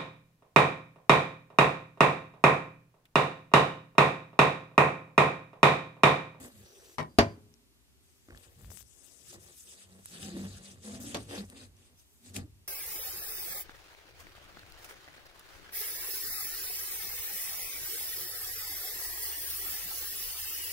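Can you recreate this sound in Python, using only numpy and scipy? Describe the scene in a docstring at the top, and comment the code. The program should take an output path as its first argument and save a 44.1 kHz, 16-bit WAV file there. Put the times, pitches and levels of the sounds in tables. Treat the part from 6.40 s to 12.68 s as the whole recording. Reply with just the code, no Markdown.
"""Cabinet knocks and a sliding lid

Inside a small camper a wooden cabinet is knocked twice, then a hand slides over a plywood lid and swings it
open. Each knock rings the modes of the wood, with a crack, a rattle and a short cabin tail around it. Random
slips of the lid on its frame drive its low modes and thumps; dense fine grains make the close hiss of skin and
cloth. The hand-held microphone pair sways in a low noise band, with small ticks and clicks near it. Quiet cabin
hum and microphone hiss lie behind, and a faint narrow hum and hiss precede the knocks."""
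import sys
import numpy as np
from scipy import signal
from scipy.fft import rfft, irfft
from scipy.io import wavfile
from scipy.ndimage import uniform_filter1d

SR = 44100
rng = np.random.default_rng(int(sys.argv[2]) if len(sys.argv) > 2 else 0)


def wav_record(signal):
    """Record a signal, one row per channel, as 16-bit PCM in the file named by sys.argv[1]."""
    frames = np.transpose(np.atleast_2d(signal))
    bounded = np.clip(frames, -1, 1)
    # unit amplitude maps onto the largest positive 16-bit level
    quanta = np.round(bounded * 32767).astype(np.int16)
    wavfile.write(sys.argv[1], SR, quanta)


def boost(x):
    """Linear amplitude factor 10**(x/20) for a level x in decibels (scalar or array-like)."""
    u = np.asarray(x, float) / 20
    return 10 ** u


N = 276810

# Knocks on wood. Each row: time in seconds, level in dB, body below 500 Hz in relative dB,
# crack above 3 kHz in relative dB, left-right in dB, left lag in ms, rattle in relative dB.
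KNOCKS = [(0.583, -24.5, -12, -16.5, 10, -0.13, -17.5), (0.596, -29, 1, -18, 1, -0.39, -3.5),
          (0.786, -11.5, -3, -8, 1.5, -0.27, -23.5), (4.745, -31, 4.5, 0.5, 0.5, -0.164, -13),
          (5.959, -47.5, 8.5, 7.5, 1, -0.41, -1.5)]
# Modes of the door panel, of the smaller slat that is hit first and of the lid's edge.
# Each row: pitch in Hz, level in dB, T60 in seconds.
DOOR_MODES = [(102.4, -13.5, 0.42), (237, -6.5, 0.22), (232, -35.5, 1.0), (280, -4.5, 0.15),
              (330, -8, 0.15), (401.6, -8, 0.17), (571, -10, 0.2), (672, -3.5, 0.17), (736, -14, 0.16),
              (832, -11.5, 0.1), (870, -18.5, 0.17), (1011, -16, 0.25), (1114, -9, 0.11), (1344, -6, 0.091),
              (1585, -14, 0.11), (1840, -14, 0.17), (1985, -20, 0.11), (2130, -20.5, 0.11),
              (2360, -23.5, 0.25), (2780, -18, 0.11), (3040, -25.5, 0.11), (3430, -26.5, 0.16),
              (4328, -25, 0.08), (4840, -8.5, 0.09), (4630, -20, 0.08), (416, -43, 0.93)]
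SLAT_MODES = [(152, -16, 0.22), (248.8, -15, 0.15), (411.5, -23.5, 0.15), (626, -17.5, 0.15),
              (820, -17, 0.19), (910, -12, 0.08), (1007, -2, 0.13), (1110, -10, 0.08), (1590, -25, 0.06),
              (1780, -18, 0.07), (1870, -9, 0.06), (2050, -14, 0.04), (2230, -16, 0.045), (3070, -19, 0.04),
              (3780, -22, 0.03), (4470, -21, 0.03), (5600, -16, 0.012), ]
EDGE_MODES = [(108.7, -11.5, 0.57), (258, -4.5, 0.22), (437, -1, 0.1), (578, -5.5, 0.15), (670, -7, 0.074),
              (894, -6, 0.092), (1120, -12, 0.11), (2310, -22, 0.079), (3400, -5, 0.11), (4650, -13, 0.058)]
# What each knock hits; the last, soft blow rings only the two lowest modes of the edge.
STRUCK = [SLAT_MODES, SLAT_MODES, DOOR_MODES, EDGE_MODES, EDGE_MODES[:2]]
# Decay of the cabin. Each row: frequency in Hz, T60 in seconds.
CABIN_T60 = [(80, 0.36), (210, 0.35), (560, 0.15), (1470, 0.13), (3880, 0.096), (10200, 0.13)]
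# Colour of the cabin tail. Each row: frequency in Hz, level in dB per Hz.
CABIN_COLOUR = [(50, -36), (80, -8.5), (161, -11), (676, -10.5), (1210, -17), (4990, -31.5), (10500, -57.5),
                (15000, -76.5)]
# Fixed modes of the lid. Each row: pitch in Hz, width in Hz, level in dB.
# The first is the thump's mode, used without its level; the others make the grit.
LID_MODES = [(95.87, 2.6, -6), (350, 14, 7), (456, 61, -2), (467.4, 11.6, 8.5), (559, 87, -2),
             (678.4, 13.5, 2.5), (785, 84, -6), (1114, 157, -7), (1890, 490, -8)]
# The lid's edge drags on its frame. Each row: start in seconds, hold in seconds, board hum in dB,
# pitch of the strongest board mode in Hz, grit in dB.
DRAGS = [(0.006, 0.064, -53, 252, -54), (0.154, 0.065, -61, 208, -68), (0.24, 0.28, -78.5, 265.3, -66.5),
         (1.914, 0.063, -66, 245.4, -62), (2.023, 0.097, -80, 280, -69.5), (2.201, 0.018, -66, 204, -65),
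         (2.294, 0.045, -63, 200, -66.5), (2.564, 0.3, -78, 280, -73), (2.954, 0, -60.5, 200, -57),
         (3.023, 0.087, -71, 164, -66.5), (3.27, 0.22, -73, 189, -70), (3.523, 0.076, -59.5, 189, -66.5),
         (3.735, 0.072, -55.5, 170, -59.5), (3.85, 0.056, -45, 183, -58.5), (3.957, 0.1, -40, 193, -53.5),
         (4.116, 0.2, -57, 189.6, -64), (4.334, 0.036, -64.5, 258.0, -65),
         (4.473, 0.076, -45, 207.7, -54.5), (4.608, 0.105, -46, 256.7, -57), (4.756, 0.022, -54, 258, -50),
         (4.927, 0.038, -47, 286, -45.5), (5, 0.0094, -39.5, 199.4, -52), (5.122, 0.12, -57, 256, -61.5),
         (5.363, 0.17, -74, 250, -75.5), (5.854, 0.13, -60, 240, -70), (5.983, 0, -44, 201, -50),
         (6.012, 0.029, -53, 296, -80), ]
# Low thumps of the lid: the slips drive its lowest mode. Each row: start in seconds, hold in seconds, level in
# dB.
THUMPS = [(-0.003, 0.01, -51), (0.173, 0.066, -58.5), (1.938, 0.013, -53), (2.078, 0, -62),
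          (2.185, 0.13, -54), (2.416, 0.013, -63.5), (2.864, 0.19, -61.5), (3.468, 0.34, -66),
          (3.852, 0.0044, -48), (3.95, 0.24, -51), (4.317, 0.1, -57.5), (4.542, 0.19, -51),
          (4.783, 0.3, -55.5), (5.152, 0.26, -64.5), (5.234, 0.084, -57), (5.528, 0.016, -64.5),
          (5.9, 0.0, -56), (5.998, 0.03, -45.5), (6.106, 0.15, -64)]
# Strokes of skin and cloth, then strokes that start and stop with a jerk. Each row: start in seconds,
# hold in seconds, hiss in dB, coarse part in relative dB, fine part in relative dB.
STROKES = [(0.001, 0.06, -56, -3, 4.5), (0.127, 0.41, -65, -1.5, 4), (1.636, 0.42, -74, -6, 1),
           (1.972, 0.084, -67.5, -0.5, 3), (2.091, 0.18, -74.5, -1.5, 8.5), (2.478, 0.44, -67.5, -12.5, -5),
           (2.882, 0.057, -53, -8.5, -2.5), (3.021, 0.11, -57.5, -9, -3.5), (3.171, 0.062, -53, -12, -1),
           (3.282, 0.054, -53.5, -8, -4.5), (3.389, 0.037, -57.5, -2.5, -8.5), (3.5, 0.31, -67, -4.5, -1),
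           (3.659, 0.1, -54.5, -8, -4.5), (3.741, 0.032, -53.5, 1.5, -15), (3.819, 0.044, -48, -1, -8),
           (3.9, 0.035, -59.5, 4, -4), (3.976, 0.079, -55.5, -2.5, -2), (4.07, 0.11, -57.5, -1, -5),
           (4.247, 0.07, -54, -3.5, -10), (4.343, 0.063, -68, -4, -10), (4.453, 0.11, -51, -4.5, -9),
           (4.665, 0.058, -48.5, -4, -8), (4.788, 0.05, -59, -2, -4), (4.918, 0.074, -49, -0.5, -5.5),
           (5.06, 0.065, -63.5, -7, -4), (5.175, 0.063, -55.5, -1, -7), (5.39, 0.088, -67.5, -2, -13),
           (5.598, 0.014, -63, -7, 4), (5.68, 0.17, -70.5, -18.5, 4), (5.864, 0.029, -57, -4, -1),
           (5.988, 0.0029, -58.5, 2.5, -12)]
JERKS = [(2.034, 0.0096, -63, -1, -6), (2.304, 0.11, -67, -10, 8), (2.645, 0.038, -69.5, -8, 2),
         (4.605, 0.032, -51, -7, 3.5), (5.946, 0.029, -44.5, -6.5, -4)]
# Colour of the sliding. Each row: frequency in Hz, level in dB per Hz.
SLIDING_COLOUR = [(710, -25.5), (1200, -12.5), (2400, -9), (2900, -6), (3500, -5.5), (4700, -6), (8180, 0),
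                  (13200, -12.5), (15000, -11), (15800, -2)]
# Where the sliding is heard. Each row: time in seconds, left-right in dB, left lag in ms.
SLIDING_SIDE = [(0, 2.5, -0.12), (1.5, 2, 0.25), (2.13, 11.5, -0.47), (2.36, 34, -0.38), (2.43, 33.5, 0.14),
                (2.46, 18.5, -0.42), (2.81, 25.5, -0.13), (2.89, 0.5, 0.26), (3.02, 7, 0.31), (3.3, 2, .27),
                (4.7, 2.5, 0.29), (5.2, 2, 0.47), (6.1, 1, 0.39), (6.27, 10.5, .35)]
# Higher board modes that sing out briefly while the lid drags, then high rings around the knocks: a loose #
# metal fitting buzzing, and the door panel's mode near 4.8 kHz ringing on just after it is hit. # Each row:
# start in seconds, hold in seconds, level in dB, pitch in Hz.
OVERTONES = [(2.933, 0.045, -60.5, 350), (2.94, 0.025, -73, 496), (3.843, 0.017, -61, 773),
             (3.94, 0.053, -49, 340), (4.468, 0.071, -57.5, 468), (4.52, 0.055, -60.5, 672),
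             (4.904, 0.054, -56, 478)]
BUZZES = [(0.695, 0.035, -75, 4768), (0.798, 0.006, -46.5, 4840), (0.87, 0.043, -65.5, 4757)]
# Deeper sways of the hand-held microphone. Each row: start in seconds, hold in seconds, level in dB.
SWAYS = [(1.94, 0.016, -53.5), (2.085, 0.0074, -61), (2.264, 0.02, -48.5), (2.42, 0.01, -60.5),
         (6.043, 0.11, -63)]
# Dry ticks of fingers and small parts near the microphone. Each row: time in seconds, level in dB,
# pitch in Hz, left-right in dB.
TICKS = [(1.14, -57.5, 5280, 16), (1.885, -46, 310, 1), (1.887, -51, 1200, 4), (1.902, -44.5, 340, 0),
         (1.906, -45, 1580, -2), (1.931, -56, 606, 3), (1.948, -47.5, 1680, 3), (1.975, -47, 3260, 5),
         (2.373, -50.5, 9800, 28), (2.427, -53.5, 9000, 24), (2.93, -49, 610, 7), (3.615, -59, 1000, 2),
         (3.658, -32.5, 9060, -5.5), (4.449, -54, 6800, 20), (4.603, -47, 8000, 4), (5.1, -43, 8400, 2.5),
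         (5.367, -55, 6030, 0), (5.943, -50, 6950, -1)]
# Bare clicks of a finger on the microphone's housing. Each row: time in seconds, peak in dB,
# upper reach in Hz, twice the left-right difference in dB.
CLICKS = [(2.21, -52, 1600, 22), (2.235, -55, 2200, 12), (2.246, -46, 2320, 30), (2.257, -51, 4500, 20),
          (2.304, -44, 2960, 33), (2.317, -46, 1200, 31), (2.408, -54, 1500, 28)]
# A faint narrow hum and hiss before the knocks. Each row: start in seconds, hold in seconds, level in dB.
WHISTLE = [(0.266, 0.28, -67)]
# Its bands. Each row: pitch in Hz, width of each of two filter passes in Hz, level in dB.
WHISTLE_BANDS = [(391, 120, 1), (5830, 910, 1)]
# Colour of the cabin air and microphone hiss. Each row: frequency in Hz, level in dB per Hz.
AIR_COLOUR = [(18, -28.5), (30, -9.5), (59, 2.5), (203, -16), (238, -12), (353, -14.5), (402, -10.5),
              (447, -21), (883, -22.5), (1210, -23.5), (1570, -24.5), (2800, -22.5), (9000, -25.5),
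              (15800, -31.5)]
# Its likeness at the two microphones. Each row: frequency in Hz, left-right correlation (-1 to 1).
AIR_LIKENESS = [(60, -0.3), (240, 0.62), (950, 0.051), (3770, -0.59), (15000, 0.75)]

DRAG_RISE_DB_PER_S, DRAG_FALL_DB_PER_S = 204.5, 176.5
JERK_RISE_DB_PER_S, JERK_FALL_DB_PER_S = 1500, 704


def rms_one(x):
    """Scale to unit rms."""
    return x / np.sqrt(np.mean(x ** 2) + 1e-20)


def in_time(rows):
    """Columns of a table joined by straight lines in time."""
    s, *columns = np.transpose(rows)
    return [np.interp(np.arange(N) / SR, s, c) for c in columns]


def at_hz(points, hz):
    """A spectrum read on a log-frequency axis."""
    point_hz, value = np.transpose(points)
    return np.interp(np.log(hz), np.log(point_hz), value)


def drift(rate_hz):
    """Slow random wavering of spread 1: noise through a two-pole low-pass, made at every 40th sample."""
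    r = np.exp(-2 * np.pi * rate_hz * 40 / SR)
    slow = signal.lfilter([1], [1, -2 * r, r * r], rng.standard_normal(N // 40 + 2002))[2000:]
    return np.interp(np.arange(N) / 40, np.arange(len(slow)), rms_one(slow))


def band(x, low_hz, high_hz, order=2):
    """Butterworth band-pass."""
    edges = [low_hz, min(high_hz, 0.45 * SR)]
    return signal.sosfilt(signal.butter(order, edges, "band", fs=SR, output="sos"), x)


def coloured(x, spectrum):
    """Noise given a spectrum in dB per Hz."""
    hz = np.maximum(np.fft.rfftfreq(x.shape[-1], 1 / SR), 10)
    return irfft(rfft(x) * boost(at_hz(spectrum, hz)), x.shape[-1])


def resonance(x, hz, width_hz):
    """Two-pole resonance with gain 1 on top."""
    r = np.exp(-np.pi * width_hz / SR)
    poles = [1, -2 * r * np.cos(2 * np.pi * hz / SR), r * r]
    return signal.lfilter([(1 - r * r) / 2, 0, (r * r - 1) / 2], poles, x)


def grains(per_s, spread_db):
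    """Random stick-slip clicks, a few much larger than the rest."""
    sizes = boost(spread_db * np.minimum(rng.exponential(1, N), 5)) * rng.choice([-1, 1], N)
    return sizes * (rng.random(N) < per_s / SR) + 1e-18


def placed(x, pan_db, lag_ms):
    """A source to one side: left-right level difference, and left later by the lag."""
    n, half = np.arange(x.shape[-1]), lag_ms / 1000 * SR / 2
    left = np.interp(n - half, n, x) * boost(pan_db / 2)
    right = np.interp(n + half, n, x) * boost(-pan_db / 2)
    return np.array([left, right])


def evened(x, span_s, depth):
    """Steady pressure: the level is partly evened out over a short span; rms 1."""
    return rms_one(x / uniform_filter1d(x ** 2 + 1e-12, int(span_s * SR)) ** (depth / 2))


def swells(start_s, hold_s, rise_db_per_s, fall_db_per_s):
    """One row of power per gesture: a rise to its start, a hold, a fall; read every 32 samples."""
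    t = np.arange(0, N + 32, 32) / SR
    end_s = start_s + np.maximum(hold_s, 0)
    before = np.maximum(start_s[:, None] - t, 0)
    after = np.maximum(t - end_s[:, None], 0)
    bend_db = 3002 * (before + after) ** 2      # ever steeper away from the hold
    drop_db = rise_db_per_s * before + fall_db_per_s * after + bend_db
    return boost(-2 * np.minimum(drop_db, 900))


def every_sample(coarse):
    """From every 32nd sample to all."""
    return np.interp(np.arange(N) / 32, np.arange(len(coarse)), coarse)


def loudness(shapes, db):
    """Gain of overlapping gestures, added as powers."""
    return every_sample(np.sqrt(boost(2 * db) @ shapes))


def struck_modes(modes, t):
    """Damped sines at both microphones; neighbouring modes beat, so each ring wavers."""
    hz, level_db, t60 = np.transpose(modes)[:, :, None]
    dying = boost(level_db + 2 * rng.standard_normal(hz.shape) - 60 * t / t60)
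    knots = rng.standard_normal((len(hz), 199))      # 120 per second
    waver_db = 3.5 * np.array([np.interp(t * 120, np.arange(199), row) for row in knots])
    # the two microphones hear a mode in ever less related phase up to 1200 Hz
    apart = np.minimum(hz / 1200, 1) ** 2 * rng.uniform(-np.pi / 3, np.pi / 3, hz.shape)
    rings = np.array([np.sum(dying * boost(waver_db) * -np.sin(2 * np.pi * hz * t + ear * apart), axis=0)
                      for ear in (1, -1)])
    strong_start = 1 + 0.3 * np.exp(-t / 0.012)      # the first swings are the strongest
    contact = 1 - np.exp(-t / 0.0005)      # the contact takes a moment
    return rings * strong_start * contact


def cabin_tail(body_db, crack_db, t):
    """Diffuse noise that dies band by band, with a weaker and longer later part."""
    edges = 70 * 2 ** np.arange(0, 8, 0.5)
    blow_colour = [(300, body_db), (1100, 0.0004), (5000, crack_db + 15)]
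    white, tail = rng.standard_normal((2, 2, len(t))), 0
    for k, (low, high) in enumerate(zip(edges, edges[1:])):
        hz = np.sqrt(low * high)
        fall_db = -60 * t / at_hz(CABIN_T60, hz)
        dying = boost(fall_db) + boost(-22 + fall_db / 3.3)
        dying = dying * (1 - np.exp(-t / 0.00031))
        gain = boost(at_hz(blow_colour, hz) + at_hz(CABIN_COLOUR, hz))
        mid, side = band(white[k % 2], low, high) * dying * gain
        tail = tail + mid + side * [[1], [-1]] * min(hz / 900, 1)      # long waves reach both mics alike
    return tail


def knocks():
    """Each blow rings the modes of what it hits, cracks, rattles on and leaves a diffuse cabin tail."""
    out, t = np.zeros((2, N + SR)), np.arange(SR) / SR
    # the panel gives under the blow: one short swing in, out and back
    give = -np.sin(2 * np.pi * 340 * t) * np.sin(np.pi * np.minimum(t / 0.0044, 1))
    for (s, level_db, body_db, crack_db, pan_db, lag_ms, rattle_db), modes in zip(KNOCKS, STRUCK):
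        rings = struck_modes(modes, t)
        crack = band(rng.standard_normal((2, len(t))), 1900, 11000) * np.exp(-t / 0.0033) * boost(crack_db)
        # after the first contact the loose parts rattle on
        contacts = grains(400, 4.1)[:SR // 5] * boost(rattle_db) * np.exp(-t[:SR // 5] / 0.018)
        contacts[0] = 1
        blow = signal.fftconvolve(boost(-3) * rings + crack, [contacts])[:, :SR]
        left, right = blow + boost(-8 + body_db) * give
        direct = np.array([placed(left, pan_db, lag_ms)[0], placed(right, pan_db, lag_ms)[1]])
        at = round(s * SR)
        out[:, at:at + len(t)] += boost(level_db) * (direct + boost(16.5) * cabin_tail(body_db, crack_db, t))
    return out[:, :N]


def lid():
    """Slips of the edge on its frame drive the board: a main mode whose pitch is set by the grip, and fixed modes."""
    s, hold, hum_db, grip_hz, grit_db = np.transpose(DRAGS)
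    drags = swells(s, hold, DRAG_RISE_DB_PER_S, DRAG_FALL_DB_PER_S)
    hum_gain, grit_gain = loudness(drags, hum_db), loudness(drags, grit_db)
    leading = np.argmax(boost(2 * hum_db)[:, None] * drags, axis=0)      # the strongest drag sets the pitch
    hum_hz = uniform_filter1d(every_sample(grip_hz[leading]), int(0.0091 * SR) + 1)      # short glides
    s, hold, thump_db = np.transpose(THUMPS)
    thump_gain = loudness(swells(s, hold, 161, 88), thump_db)

    slips = grains(900, 3.2)
    thump_mode = rms_one(resonance(slips, *LID_MODES[0][:2]))
    thump_noise = rms_one(band(rng.standard_normal(N), 52, 134))
    thump = evened(0.78 * thump_mode + 0.72 * thump_noise, 0.68, 0.82)

    turn = np.exp(2j * np.pi * np.cumsum(hum_hz) / SR)
    r = np.exp(-np.pi * 15 / SR)      # 15 Hz wide
    hum = np.real(turn * signal.lfilter([1], [1, -r], slips / turn))      # a resonance that follows the pitch
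    wide_hum = rms_one(band(slips, 192, 360))
    hum = evened(rms_one(band(hum, 170, 325)) + 0.23 * wide_hum, 0.031, 1.0)

    grit = rms_one(sum(boost(db) * resonance(slips, hz, width_hz) * (-1) ** k
                       for k, (hz, width_hz, db) in enumerate(LID_MODES[1:])))
    board = thump_gain * thump + hum_gain * hum + grit_gain * grit
    # noise of opposite sign at the two microphones widens grit and thump
    wide_grit = boost(-6) * grit_gain * rms_one(band(rng.standard_normal(N), 250, 900))
    wide_thump = boost(-14) * thump_gain * rms_one(band(rng.standard_normal(N), 30, 90))
    return placed(board, 0.16, 0.19) + (wide_grit + wide_thump) * [[1], [-1]]


def sliding():
    """Dense fine grains; each stroke has its own hiss, coarse part and fine part, scratchy and patchy band by band."""
    s, hold, hiss_db, coarse_db, fine_db = np.transpose(STROKES + JERKS)
    count = len(STROKES)
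    smooth = swells(s[:count], hold[:count], 234, 250)
    jerky = swells(s[count:], hold[count:], JERK_RISE_DB_PER_S, JERK_FALL_DB_PER_S)
    strokes = np.vstack([smooth, jerky])
    pan_db, lag_ms = in_time(SLIDING_SIDE)
    scattered = np.array([rms_one(grains(6000, 1.3)) for ear in (1, -1)])
    direct = placed(rms_one(grains(3000, 3.2)), 0, lag_ms)
    both = coloured(direct + 1.67 * scattered, SLIDING_COLOUR)
    pressure_db = 0.64 * drift(4.2) - 0.5 * drift(105)
    parts = [((1186, 1815, 2510, 3680, 4880), coarse_db),
             ((4930, 6400, 8000, 10080, 11150), 0),
             ((11300, 13300, 18000), fine_db)]
    out = 0
    for edges, part_db in parts:
        patchy = sum(band(both, low, high, order=3) * boost(2.5 * drift(20.6))
                     for low, high in zip(edges, edges[1:]))
        out = out + rms_one(patchy) * loudness(strokes, hiss_db + part_db)
    return out * boost(pressure_db + np.array([pan_db, -pan_db]) / 2)


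def overtones(rows, width_hz, rise_db_per_s):
    """Board modes or high rings near the knocks: each is noise in one narrow resonance, pressed evenly."""
    s, hold, db, hz = np.transpose(rows)
    shapes = swells(s, hold, rise_db_per_s, DRAG_FALL_DB_PER_S)
    white, out = rng.standard_normal(N), 0
    for pitch_hz, level_db, shape in zip(hz, db, shapes):
        tone = resonance(resonance(white, pitch_hz, width_hz), pitch_hz, 4 * width_hz)
        out = out + evened(tone, 0.04, 0.93) * boost(level_db) * every_sample(np.sqrt(shape))
    return out


def sways():
    """The microphone swings in the hand: a narrow deep rumble."""
    s, hold, db = np.transpose(SWAYS)
    deep = evened(band(rng.standard_normal(N), 52, 67), 0.054, 0.54)
    return deep * loudness(swells(s, hold, 240, 240), db)


def ticks():
    """Each tick is a snap spread around its pitch and a short rough ring."""
    out, t = np.zeros((2, N + SR)), np.arange(2000) / SR
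    noises = rng.standard_normal((len(TICKS), 2, len(t)))
    for (s, level_db, hz, pan_db), (white, rough) in zip(TICKS, noises):
        tone = np.sin(2 * np.pi * hz * t) + 0.6 * rms_one(band(rough, hz / 1.03, hz * 1.06, order=1))
        t60 = max(0.011, 9 / hz)      # at least nine cycles
        ring = tone * boost(1.5 - 60 * t / t60)
        snap = band(white * np.exp(-t / 0.00015), hz / 6.8, hz * 1.8)
        snap = snap * np.sqrt(SR / 3 / hz) * boost(2)      # a narrower band is raised to match
        at = round(s * SR)
        out[:, at:at + len(t)] += boost(level_db) * placed(ring + snap, pan_db, 0.175)
    return out[:, :N]


def clicks():
    """Each click is one dulled push, a band-passed impulse with no added ring."""
    out = np.zeros((2, N))
    for s, peak_db, top_hz, pan_db in CLICKS:
        push = band(np.arange(600) == 9, 250, top_hz)      # impulse at sample 9
        at = round(s * SR) - 9
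        out[:, at:at + len(push)] += boost(peak_db) * placed(push / np.abs(push).max(), pan_db / 2, 0)
    return out


def whistle():
    """Noise in a few narrow bands, held for a moment."""
    s, hold, db = np.transpose(WHISTLE)
    white = rng.standard_normal(N)
    tones = sum(boost(level_db) * rms_one(resonance(resonance(white, hz, width_hz), hz, width_hz))
                for hz, width_hz, level_db in WHISTLE_BANDS)
    return placed(tones * loudness(swells(s, hold, 150, 300), db), 0.59, 0.2)


def cabin_air():
    """Quiet cabin hum and microphone hiss; how alike the two sides are depends on frequency."""
    mid, side = rfft(coloured(rng.standard_normal((2, N)), AIR_COLOUR))
    hz = np.maximum(np.fft.rfftfreq(N, 1 / SR), 10)
    alike = np.clip(at_hz(AIR_LIKENESS, hz), -1, 1)
    both = np.sqrt(1 + alike) * mid + np.sqrt(1 - alike) * side * [[1], [-1]]
    return boost(-65.5) * rms_one(irfft(both, N))


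def scene():
    """All sources in the cabin, from the wood to the air."""
    board_tones = overtones(OVERTONES, width_hz=20, rise_db_per_s=DRAG_RISE_DB_PER_S)
    fitting = overtones(BUZZES, width_hz=150, rise_db_per_s=JERK_RISE_DB_PER_S)
    wood = knocks() + lid() + board_tones + fitting
    hand = sliding() + sways() + ticks() + clicks()
    return wood + hand + whistle() + cabin_air()


def band_limit(x):
    """A steep low-pass at the top of the band."""
    return signal.sosfilt(signal.butter(12, 16550, fs=SR, output="sos"), x)


def record(dry):
    """The microphones cut the deepest bass and the top."""
    low_cut = signal.butter(4, 40, "high", fs=SR, output="sos")
    top_cut = signal.cheby2(10, 50, 16100, fs=SR, output="sos")
    mix = signal.sosfilt(np.vstack([low_cut, top_cut]), dry)
    return band_limit(mix)


dry = scene()
out = record(dry)
wav_record(out)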